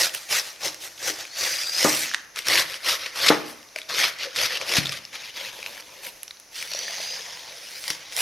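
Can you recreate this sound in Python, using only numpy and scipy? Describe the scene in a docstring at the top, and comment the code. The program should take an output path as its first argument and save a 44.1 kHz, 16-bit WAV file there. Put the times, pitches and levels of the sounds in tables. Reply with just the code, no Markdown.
"""A kitchen knife cuts up a wedge of cabbage on a plastic board, heard close up in a small kitchen.
Quick crunching strokes come first, then a slow cut with a squeak that rises as the wet blade slips.
Thick ribs then snap and tear amid more quick strokes; a few cuts go right through and knock on the board.
Loose strips rustle under the sliding blade, and a second slow, squeaky cut leads to one last quick stroke.
The crunch is a swarm of tiny random bursts, the snaps and knocks are short fading notes and noise."""
import sys
import numpy as np
from scipy import signal
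from scipy.fft import rfft, irfft, next_fast_len
from scipy.io import wavfile
from scipy.ndimage import map_coordinates

SR = 44100
rng = np.random.default_rng(int(sys.argv[2]) if len(sys.argv) > 2 else 0)


def inscribe(sig):
    """Save sig as 16-bit PCM at rate SR to the path in sys.argv[1].

    A 1-D sig is mono; a 2-D sig holds one channel per row.
    Samples are clipped to [-1, 1] before scaling.
    """
    pcm = np.round(np.clip(np.atleast_2d(sig).T, -1, 1) * 32767)
    wavfile.write(sys.argv[1], SR, pcm.astype(np.int16))


N = 362061  # length in samples
TOP_HZ = 15900  # upper limit of the sound


def amp(db):
    """Decibels to gain."""
    return 10 ** (np.asarray(db) / 20)


def unit(x):
    """Scale to an rms (average strength) of 1."""
    return x / np.sqrt(np.mean(x ** 2) + 1e-20)


def along(points, hz):
    """Read (pitch_hz, value) points at any pitch, on a log axis."""
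    point_hz, value = np.transpose(points)
    return np.interp(np.log(hz + 1), np.log(point_hz + 1), value)


def curves(rows):
    """One value per sample for each column after the time."""
    time_s, *columns = np.transpose(rows)
    return [np.interp(np.arange(N) / SR, time_s, column) for column in columns]


def wobble(rate):
    """A smooth random curve with rate random points a second."""
    knots = rng.standard_normal(int(N * rate / SR) + 4)
    return map_coordinates(knots, [np.arange(N) * rate / SR])


def filtered(x, response):
    """Multiply the spectrum of x by a response that depends on pitch."""
    size = next_fast_len(N + SR // 2)
    return irfft(rfft(x, size) * response(np.fft.rfftfreq(size, 1 / SR)), size)[..., :N]


def coloured(x, spectrum, size=2048):
    """Give x a spectrum with a filter that only looks back, so that clicks keep a sharp front."""
    cepstrum = irfft(np.log(amp(along(spectrum, np.fft.rfftfreq(size, 1 / SR)))))
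    # folding the second half onto the first makes the filter answer as early as possible
    cepstrum[1:size // 2] *= 2
    cepstrum[size // 2 + 1:] = 0
    return signal.oaconvolve(x, irfft(np.exp(rfft(cepstrum))))[:len(x)]


def band(x, hz, kind, order=2):
    """Low-, high- or band-pass filter that only looks back in time."""
    edges_hz = np.clip(hz, 20, .49 * SR)
    return signal.sosfilt(signal.butter(order, edges_hz, kind, fs=SR, output="sos"), x)


def add(track, start_s, sound):
    """Mix a sound into the track from start_s."""
    part = track[round(start_s * SR):][:len(sound)]
    part += sound[:len(part)]


def bursts(rate, spread_db):
    """Cells bursting at random moments, rate a second, in unequal sizes."""
    happens = rng.random(N) < rate / SR
    size = amp(spread_db * np.clip(rng.standard_normal(N), -2.5, 2.5))
    return happens * size * rng.choice([-1, 1], N) / np.sqrt(rate)


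def patchy(x, depth_db, size=512):
    """Every leaf has its own pitch, so the colour of the tearing keeps shifting."""
    z = signal.stft(x, nperseg=size)[2]
    patch = np.outer(np.hanning(8), np.hanning(8))
    field = signal.fftconvolve(rng.standard_normal(z.shape), patch, "same")
    return unit(signal.istft(z * amp(depth_db * unit(field)), nperseg=size)[1][:N])


# colour of the room tone: pitch_hz, level_db (per Hz, relative)
ROOM_COLOUR = [(15, -48), (25, -5.5), (247, -8), (307, -1), (380, -6), (585, -2.5), (1060, -6.5),
               (1180, -5), (1280, -7.5), (2380, -4), (3200, -11.5), (6280, 1), (7790, -23), (10500, -9),
               (15700, -26.5)]


def room_tone(level_db=-51.5):
    """A faint steady hush of coloured noise, mostly alike in both channels."""
    air = rng.standard_normal(N) + .5 * rng.standard_normal((2, N))
    return amp(level_db) * unit(filtered(air, lambda hz: amp(along(ROOM_COLOUR, hz))))


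# how long the echoes take to fade by 60 dB: pitch_hz, fade_s
ECHO_FADE = [(100, 0.71), (500, 0.45), (2000, 0.71), (6000, 0.2), (14000, 0.35)]
# how strong the echoes are: pitch_hz, level_db
ECHO_LEVEL = [(100, -7.5), (400, -7.5), (1200, -8.5), (2000, -13.5), (4000, -14.5), (14000, -10.5)]


def kitchen(x, unlike=0.99):
    """Hard walls and cupboards answer with fading noise, partly alike in the two channels."""
    length = SR * 3 // 4
    echoes = unit(rng.standard_normal(length) + unlike * rng.standard_normal((2, length)))
    hz, t, z = signal.stft(echoes, SR, nperseg=256)
    fade_s = along(ECHO_FADE, hz)[:, None]
    fading = amp(along(ECHO_LEVEL, hz)[:, None] - 60 * t / fade_s)
    same_energy = np.sqrt(2 * np.log(1000) / (fade_s * SR))  # long and short fades carry equal energy
    tail = signal.istft(z * fading * same_energy, SR, nperseg=256)[1]
    delayed = np.pad(x, (SR // 250, 0))  # the echoes start 4 ms late
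    return signal.fftconvolve(delayed[None], tail, axes=1)[:, :N]


# dull taps of the blade against the wedge: start_s, level_db, pitch_hz, fade_s (time to fall 60 dB)
WEDGE_TAPS = [(3.762, -26, 615, 0.04), (4.256, -31, 545, 0.09), (4.270, -28, 511, 0.1),
              (4.923, -36, 1180, .08), (6.717, -33, 600, .03), (6.748, -23.5, 596, 0.027),
              (6.79, -34, 480, 0.026), (6.881, -23.5, 1810, 0.028), (6.897, -34, 666, 0.055),
              (7.001, -26.5, 617, 0.03)]


def taps():
    """The wedge answers a light tap with one short hollow note."""
    track, t = np.zeros(N), np.arange(SR // 8) / SR
    for start_s, level_db, pitch_hz, fade_s in WEDGE_TAPS:
        add(track, start_s, amp(level_db - 60 * t / fade_s) * np.sin(2 * np.pi * pitch_hz * t))
    return band(track, 460, "highpass")


# the blade meeting the board: start_s, peak_db, low_hz, high_hz (edges of the band that the contact passes)
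BOARD_KNOCKS = [(0.661, -31, 298, 560), (1.099, -30, 265, 700), (1.848, -6.5, 214, 1310),
                (3.303, -2.5, 273, 1930), (3.759, -35, 400, 1490), (4.783, -17, 55, 216),
                (7.904, -35, 55, 400)]
# notes of the board on the counter: pitch_hz, level_db (before a small random change), fade_s (to fall 60 dB)
BOARD_NOTES = [(139, -8, .28), (175, -12.5, 0.22), (234, -10.5, 0.27), (305.7, -4, 0.22), (362, -18, 0.23),
               (402, -2.5, 0.08), (484, -6, 0.078), (542, -6, 0.1), (634, -15, 0.25), (824, -14.5, 0.27),
               (890, -20, .14), (1126, -18, .2), (1206, -3.5, 0.15)]


def knocks(push_s=0.00053, push=8, clatter_size=0.99, clatter_fade_s=0.2):
    """One push on the board, then board and counter ring; cabbage under the edge softens the contact."""
    track, t = np.zeros(N), np.arange(SR // 2) / SR
    for start_s, peak_db, low_hz, high_hz in BOARD_KNOCKS:
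        ring = 0
        for pitch_hz, level_db, fade_s in BOARD_NOTES:
            fading = amp(level_db + rng.normal(0, 1) - 60 * t / fade_s)
            ring = ring + fading * np.sin(2 * np.pi * (pitch_hz * t + rng.random()))
        shove = push * np.e * (t / push_s) * (1 - t / push_s / 2) * np.exp(-t / push_s)
        # the counter and the dishes on it add a crowd of small resonances
        crowd = unit(band(rng.standard_normal(len(t)), [250, 2200], "bandpass"))
        clatter = clatter_size * crowd * amp(-60 * t / clatter_fade_s)
        onset = 1 - np.exp(-t / 0.00031)
        knock = band(shove + (ring + clatter) * onset, [low_hz, high_hz], "bandpass")
        add(track, start_s, amp(peak_db) * knock / np.abs(knock).max())
    return track


def tremor(body_gain, level_db=-19):
    """The tearing shakes the wedge, and the board under it rumbles faintly."""
    rumble = unit(band(rng.standard_normal(N), [75, 170], "bandpass"))
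    return body_gain * amp(level_db) * rumble


# the wet blade squeaking, one list for each slow cut: time_s, pitch_hz, level_db, upper_level_db
SLOW_SQUEAKS = [
    [(1.27, 4320, -54, -70), (1.42, 4676, -34, -33), (1.55, 4840, -32.5, -50), (1.7, 4810, -32, -51),
     (1.79, 5070, -27, -36), (1.86, 5220, -39, -46), (2.0, 5530, -52, -58)],
    [(6.68, 4420, -50, -46), (6.76, 4460, -39, -39), (6.95, 4780, -43, -41.5), (7.12, 4890, -35.5, -42),
     (7.25, 5120, -47, -51), (7.45, 5170, -60, -60)],
]


def squeaks(upper_ratio=1.29, width_hz=240, upper_width_hz=330):
    """Wet steel sticks and slips against the leaves: two hoarse, rising whistles."""
    track, t = np.zeros(N), np.arange(N) / SR
    for rows in SLOW_SQUEAKS:
        pitch_hz, level_db, upper_level_db = curves(rows)
        rubbing = (t > rows[0][0]) & (t < rows[-1][0])
        lower = (pitch_hz, level_db, width_hz)
        upper = (pitch_hz * upper_ratio, upper_level_db, upper_width_hz)
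        for hz, db, width in (lower, upper):
            phase = 2 * np.pi * np.cumsum(hz * (1 + .008 * wobble(90))) / SR
            # uneven slips blur the note
            a, b = unit(band(rng.standard_normal((2, N)), width / 2, "lowpass"))
            track += rubbing * amp(db) * (a * np.sin(phase) + b * np.cos(phase))
    return track


# the edge biting suddenly into taut leaves, at the start of a stroke or during one: start_s, level_db
LEAF_BITES = [(0.307, -41), (2.359, -29.5), (2.454, -31), (2.468, -24), (3.157, -29), (3.89, -31.5),
              (4.186, -36), (4.36, -24), (4.922, -26.5), (5.129, -38), (7.84, -33), (8.122, -31.5),
              (8.165, -50)]


def bites(fade_s=0.07):
    """Taut leaves give way at once in a rush of bursts, then the cut settles."""
    level, t = np.zeros(N), np.arange(SR // 8) / SR
    for start_s, level_db in LEAF_BITES:
        add(level, start_s, amp(level_db - 60 * t / fade_s))
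    grit = unit(band(bursts(5000, spread_db=7.5), [1400, 6000], "bandpass"))
    return level * grit


# a thick rib giving way in one rush: start_s, level_db, length_s
RIB_SPLITS = [(2.383, -31, 0.0086), (2.535, -20, 0.0069), (3.283, -8.5, 0.01), (4.769, -20, 0.024),
              (7.904, -25, 0.0056)]


def splits():
    """A thick rib tears in a few milliseconds of packed fractures."""
    track, t = np.zeros(N), np.arange(SR // 25) / SR
    for start_s, level_db, length_s in RIB_SPLITS:
        rush = unit(band(rng.standard_normal(len(t)), [2300, 5200], "bandpass"))
        shape = (1 - np.exp(-t / .0006)) * np.exp(-(t / length_s) ** 4)
        add(track, start_s, amp(level_db) * rush * shape)
    return track


# single snaps of ribs and light ticks of the blade, strong and faint: start_s, level_db, pitch_hz, treble_db
SINGLE_SNAPS = [(0.0948, -16, 3080, -10), (0.1486, -13.5, 2730, 5), (0.745, -19, 5660, -3),
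                (1.2523, -18.5, 2480, -6), (2.1143, -12.5, 1720, -21), (2.1377, -9, 1777, -10),
                (2.1453, 1, 1845, -18.5), (2.3897, -8, 2160, -3), (2.4846, -3, 5700, -3),
                (2.5337, -3, 4370, -10), (2.556, -2, 2150, -13), (2.5778, -2, 2520, -16),
                (2.7422, -13, 2940, -9), (3.0609, -13.5, 2620, -22.5), (3.761, -9.5, 2330, -11),
                (3.787, -15.5, 2350, -7), (3.8168, -18.5, 3400, -14), (3.9464, -8.5, 3660, -18),
                (3.984, -6, 2210, -25), (4.388, -6, 2540, -24), (4.572, -9, 2950, -17),
                (4.6136, -8.5, 2390, -19), (4.8572, -9.5, 3550, -13), (4.869, -9, 3700, -13),
                (4.8934, -8.5, 5270, -19), (4.9217, -13, 3290, -5), (5.0517, -18, 5240, -20),
                (5.6284, -14.5, 2540, -11), (5.6622, -11.5, 2570, -14), (5.778, -22, 1820, -10),
                (5.807, -25, 4670, 2), (6.232, -18.5, 11050, 4.5), (6.2795, -20.5, 5700, -16),
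                (6.3089, -17.5, 3930, -14), (6.3994, -33.5, 5760, 10), (6.626, -14, 2380, -8),
                (6.7171, -14, 4400, -9), (6.7354, -8.5, 4770, -22), (6.7494, -12, 5650, -13),
                (6.7907, -13, 5730, -5), (7.8803, -13.5, 4550, -2), (7.9028, -5.5, 5750, -0.5),
                (8.1653, -9.5, 5500, 3)]
# thin veins snap at random; their level is for a crunch of 0 dB, pitch in the middle of one octave
VEINS_PER_S, VEIN_DB, VEIN_HZ, VEIN_TREBLE_DB = 13, -6.5, 3000, -7
VEIN_FOLLOWS = 0.48  # dB by which they grow for each dB of crunch


def snaps(crisp_gain, rib_fade_s=0.0087):
    """Each snap is a sharp crack and a few cycles of the rib that broke; it is too small to move any bass."""
    track, t = np.zeros(N), np.arange(SR // 40) / SR
    events = list(SINGLE_SNAPS)
    for at, size, pitch in rng.random((int(VEINS_PER_S * N / SR), 3)):
        crunch_db = 20 * np.log10(crisp_gain[int(at * N)])
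        vein_db = VEIN_FOLLOWS * crunch_db + VEIN_DB + 8 * (size - .5)
        events.append((at * N / SR, vein_db, VEIN_HZ * 2 ** (pitch - .5), VEIN_TREBLE_DB))
    for start_s, level_db, pitch_hz, treble_db in events:
        grit = rng.standard_normal((2, len(t)))
        rib = np.sin(2 * np.pi * pitch_hz * t) * amp(-60 * t / rib_fade_s)
        crack = unit(band(grit[0], [1400, 6000], "bandpass", order=3)) * amp(-60 * t / 0.014)
        spray = unit(band(grit[1], [7500, 12000], "bandpass")) * amp(treble_db - 60 * t / 0.0055)
        add(track, start_s, amp(level_db) * (0.5 * rib + 0.2 * crack + 0.28 * spray))
    return band(track, 970, "highpass", order=3)


def gesture(age, length, attack_s, release_s, settle_db, settle_s):
    """Gain of one move of the blade: attack, hold, release, then the leaves settle."""
    rise = .5 + .5 * np.tanh(age / attack_s / 2)
    hold = .5 + .5 * np.tanh((length - age) / release_s / 2)
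    settle = amp(settle_db) * np.exp(-np.maximum(age - length, 0) / settle_s)
    return rise * (hold + settle)


# quick strokes down through the wedge: start_s, attack_s, length_s, crunch_db,
# swell_db (from start to end), body_db and fizz_db (both relative to the crunch)
QUICK_CUTS = [(-0.02, 0.0097, 0.094, -24, -8.5, -13, -7.5), (0.303, 0.0066, .1, -26, -0.5, -15, -8),
              (0.634, 0.015, 0.055, -28, -1.5, -10, -9.5), (1.016, 0.018, 0.089, -29.5, 8.5, -11.5, -8.5),
              (2.469, 0.0094, .15, -23.5, 3.5, -11.5, -11), (2.867, 0.016, 0.087, -24, -6.5, -14.5, -11),
              (3.151, 0.012, 0.15, -25.5, 16, -13, -12), (3.89, .003, 0.069, -32, -1, -11, -15),
              (3.98, 0.017, 0.12, -23.5, -11.5, -15, -13.5), (4.359, 0.0085, 0.11, -25, 3.5, -13.5, -13.5),
              (4.657, 0.0093, .13, -27.5, 14.5, -11.5, -12), (8.157, 0.022, 0.055, -28.5, 11, -13.5, -5)]
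CUT_RELEASE_S = 0.0055  # the edge comes out of the leaves
CUT_SETTLE_DB, CUT_SETTLE_S = -9.5, 0.076  # the fresh strips peel off after a stroke
# the flat of the blade sliding along the cut face or through the strips:
# start_s, length_s, rubbing_db, body_db and fizz_db (both relative to the rubbing)
BLADE_SLIDES = [(0.141, 0.023, -32, -16, -6), (0.434, 0.072, -41, -13, -8),
                (0.811, 0.062, -38.5, -11.5, -6), (1.182, 0.041, -34.5, -13, -12),
                (2.369, 0.025, -33.5, -15, -11), (2.681, 0.087, -37, -14, -11.5),
                (2.994, 0.087, -34.5, -14, -15), (3.464, 0.053, -42.5, -5, -6),
                (3.765, 0.031, -40, -21, -11), (4.196, 0.063, -31.5, -14.5, -17),
                (4.502, 0.072, -30, -13, -16.5), (4.605, 0.025, -32.5, -5, -15),
                (4.838, 0.15, -38.5, -17, -13.5), (5.14, 0.025, -33, -12.5, -16),
                (5.2, 0.095, -44.5, -14, -14), (5.352, 0.15, -38, -11.5, -13.5),
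                (5.521, 0.29, -46.5, -6.5, -8.5), (5.83, 0.22, -52, -5, -8.5),
                (6.03, 0.059, -41.5, -10, -5)]
SLIDE_ATTACK_S, SLIDE_RELEASE_S = 0.0088, 0.0072
SLIDE_SETTLE_DB, SLIDE_SETTLE_S = -9, 0.21  # the strips keep rustling
# two slow cuts follow the push of the hand, one list each:
# time_s, crunch_db, body_db and fizz_db (both relative to the crunch)
SLOW_PUSHES = [
    [(1.28, -59, -20, -16), (1.384, -29, -14.5, -8.5), (1.444, -25, -13.5, -8.5), (1.699, -35, -18.5, -8),
     (1.848, -21, -13.5, -8.5), (2.015, -28.5, -17.5, -2.5), (2.14, -37, -18, -19), (2.26, -55, -9, -9)],
    [(6.51, -58, -8, -6), (6.563, -33, -24, -9.5), (6.667, -41, -11, -7), (6.727, -35.5, -15.5, -13.5),
     (7.019, -34, -14.5, -12.5), (7.47, -42.5, -10, -14), (7.8, -41.5, -15.5, -6),
     (7.902, -32, -12.5, -7.5), (7.984, -44, -13, -14), (8.14, -42.5, -14, -20)],
]


def cutting():
    """Loudness of the crisp middle, the hollow body and the juicy fizz, summed over all moves of the blade."""
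    t = np.arange(0, N / SR, .001)
    power = 0

    def three_gains(db, body_db, fizz_db):
        """Gains of middle, body and fizz."""
        return amp([db, db + body_db, db + fizz_db])

    for start_s, attack_s, length_s, crunch_db, swell_db, body_db, fizz_db in QUICK_CUTS:
        age = t - start_s
        push_db = crunch_db + swell_db * (np.clip(age / length_s, 0, 1) - .5)
        move = gesture(age, length_s, attack_s, CUT_RELEASE_S, CUT_SETTLE_DB, CUT_SETTLE_S)
        power += (three_gains(push_db, body_db, fizz_db) * move) ** 2
    for start_s, length_s, *levels_db in BLADE_SLIDES:
        move = gesture(t - start_s, length_s, SLIDE_ATTACK_S, SLIDE_RELEASE_S,
                       SLIDE_SETTLE_DB, SLIDE_SETTLE_S)
        power += np.outer(three_gains(*levels_db), move) ** 2
    for rows in SLOW_PUSHES:
        time_s, *levels_db = np.transpose(rows)
        during = (t > time_s[0]) & (t < time_s[-1])
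        power += (three_gains(*[np.interp(t, time_s, db) for db in levels_db]) * during) ** 2
    return curves(np.column_stack([t, *np.sqrt(power)]))


# colour of the crunch in the first strokes: pitch_hz, level_db (per Hz, relative)
FIRST_COLOUR = [(88, -32.5), (150, -26), (189, -26), (269, -19), (367, -7), (446, -9.5), (521, -2.5),
                (1070, -8), (1960, 2), (3120, -1), (5820, 2.5), (7640, -5.5), (12900, -9), (15700, -27)]
# the same for the quick shredding: pitch_hz, level_db
SHRED_COLOUR = [(88, -53), (150, -25.5), (169, -36), (230, -12.5), (269, -27.5), (302, -13.5), (473, -7.5),
                (521, -3), (815, -11.5), (2110, 0.5), (2830, -2.5), (5380, -1.5), (7350, -15), (12200, -11),
                (15700, -38)]
# the same for the loose strips: pitch_hz, level_db
LOOSE_COLOUR = [(88, -55), (150, -23), (230, -9), (314, -14), (346, -9.5), (397, -10), (521, 0.5),
                (784, -6.5), (971, -2), (1160, -10.5), (2420, -2), (5380, -5.5), (8100, -16), (11700, -10),
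                (15700, -28)]
# the same for the slow cut through the wedge: pitch_hz, level_db
WEDGE_COLOUR = [(88, -38), (150, -35), (182, -16.5), (264, -27), (360, -20), (492, -6.5), (784, -11),
                (934, -10), (1200, -13), (2030, -2), (2830, -4.5), (5820, -2.5), (7640, -17.5),
                (10800, -14), (15700, -29.5)]
COLOUR_CHANGES_S = [2.3, 5.05, 6.52]  # when the next colour takes over


def crunch(crisp_gain, body_gain, fizz_gain, layers_per_s=110, layer_s=.003, layer_size=0.71, rubbing=0.47):
    """Harder cutting bursts more cells a second; they come in clumps, leaf after leaf."""
    force = (crisp_gain * amp(25.5)) ** .3
    layer_starts = rng.random(N) < layers_per_s / SR
    clumps = signal.lfilter([1], [1, -np.exp(-1 / (layer_s * SR))], layer_starts)
    cells = unit(bursts(2800 * force, spread_db=2.0) * (1 + layer_size * clumps))
    # a steady rub of the flat of the blade, which shows more in light strokes
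    rub = rubbing * rng.standard_normal(N)
    tearing = patchy(force * cells + rub, depth_db=2.5) / np.hypot(force, rubbing)
    stretch = np.searchsorted(COLOUR_CHANGES_S, np.arange(N) / SR)
    colours = (FIRST_COLOUR, SHRED_COLOUR, LOOSE_COLOUR, WEDGE_COLOUR)
    leaves = [coloured(tearing, colour) for colour in colours]

    def part(low_hz, high_hz):
        """One pitch range at equal strength in every colour, switched in time."""
        ranges = [unit(filtered(x, lambda hz: (hz >= low_hz) & (hz < high_hz))) for x in leaves]
        return np.choose(stretch, ranges)

    body, crisp, fizz = part(0, 1200), part(1200, 7000), part(7000, TOP_HZ)
    return body_gain * body + crisp_gain * crisp + fizz_gain * fizz


# steady lean to the left at each pitch: pitch_hz, left_share (negative leans right)
LEFT_LEAN = [(100, 0.37), (400, 0.29), (1300, 0.092), (4400, 0.077), (8500, -0.031), (14000, -0.64)]
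# strength of the scattered difference between the ports: pitch_hz, level_db
PORT_SPREAD = [(2000, -21.5), (4500, -23), (6000, -37), (8200, -8), (10200, -4), (11500, -7.5), (13000, 7),
               (14500, 17.5), (15700, 13)]
# where the blade works on the board: time_s, extra_left_share
BLADE_PLACE = [(0, -0.036), (2.5, -0.0033), (5.1, 0.04), (6.1, -0.029), (8.2, -0.042)]


def ports(knife, scatter_radians=1.6, scatter_per_s=350, wander=0.066):
    """Half the difference between the ports; cells burst all along the blade, so its phase keeps changing."""
    place, = curves(BLADE_PLACE)
    turning = np.exp(1j * scatter_radians * wobble(scatter_per_s))
    scattered = np.real(signal.hilbert(knife, next_fast_len(N))[:N] * turning)
    lean = filtered(knife, lambda hz: along(LEFT_LEAN, hz))
    spread = filtered(scattered, lambda hz: 1j * amp(along(PORT_SPREAD, hz)))  # 1j: a quarter-cycle shift
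    return lean + spread + (place + wander * wobble(55)) * knife


def scene():
    """The board lies a little to the left; the two microphone ports disagree in the top treble."""
    crisp_gain, body_gain, fizz_gain = cutting()
    breaking = bites() + splits() + snaps(crisp_gain)
    cabbage = crunch(crisp_gain, body_gain, fizz_gain) + breaking + squeaks()
    knife = cabbage + tremor(body_gain) + knocks() + taps()
    side = ports(knife)
    return np.array([knife + side, knife - side]) + kitchen(knife) + room_tone()


def record(dry):
    """The recorder clips at full scale and keeps nothing above its band limit."""
    return filtered(np.clip(dry, -1, 1), lambda hz: hz < TOP_HZ)


dry = scene()
out = record(dry)
inscribe(out)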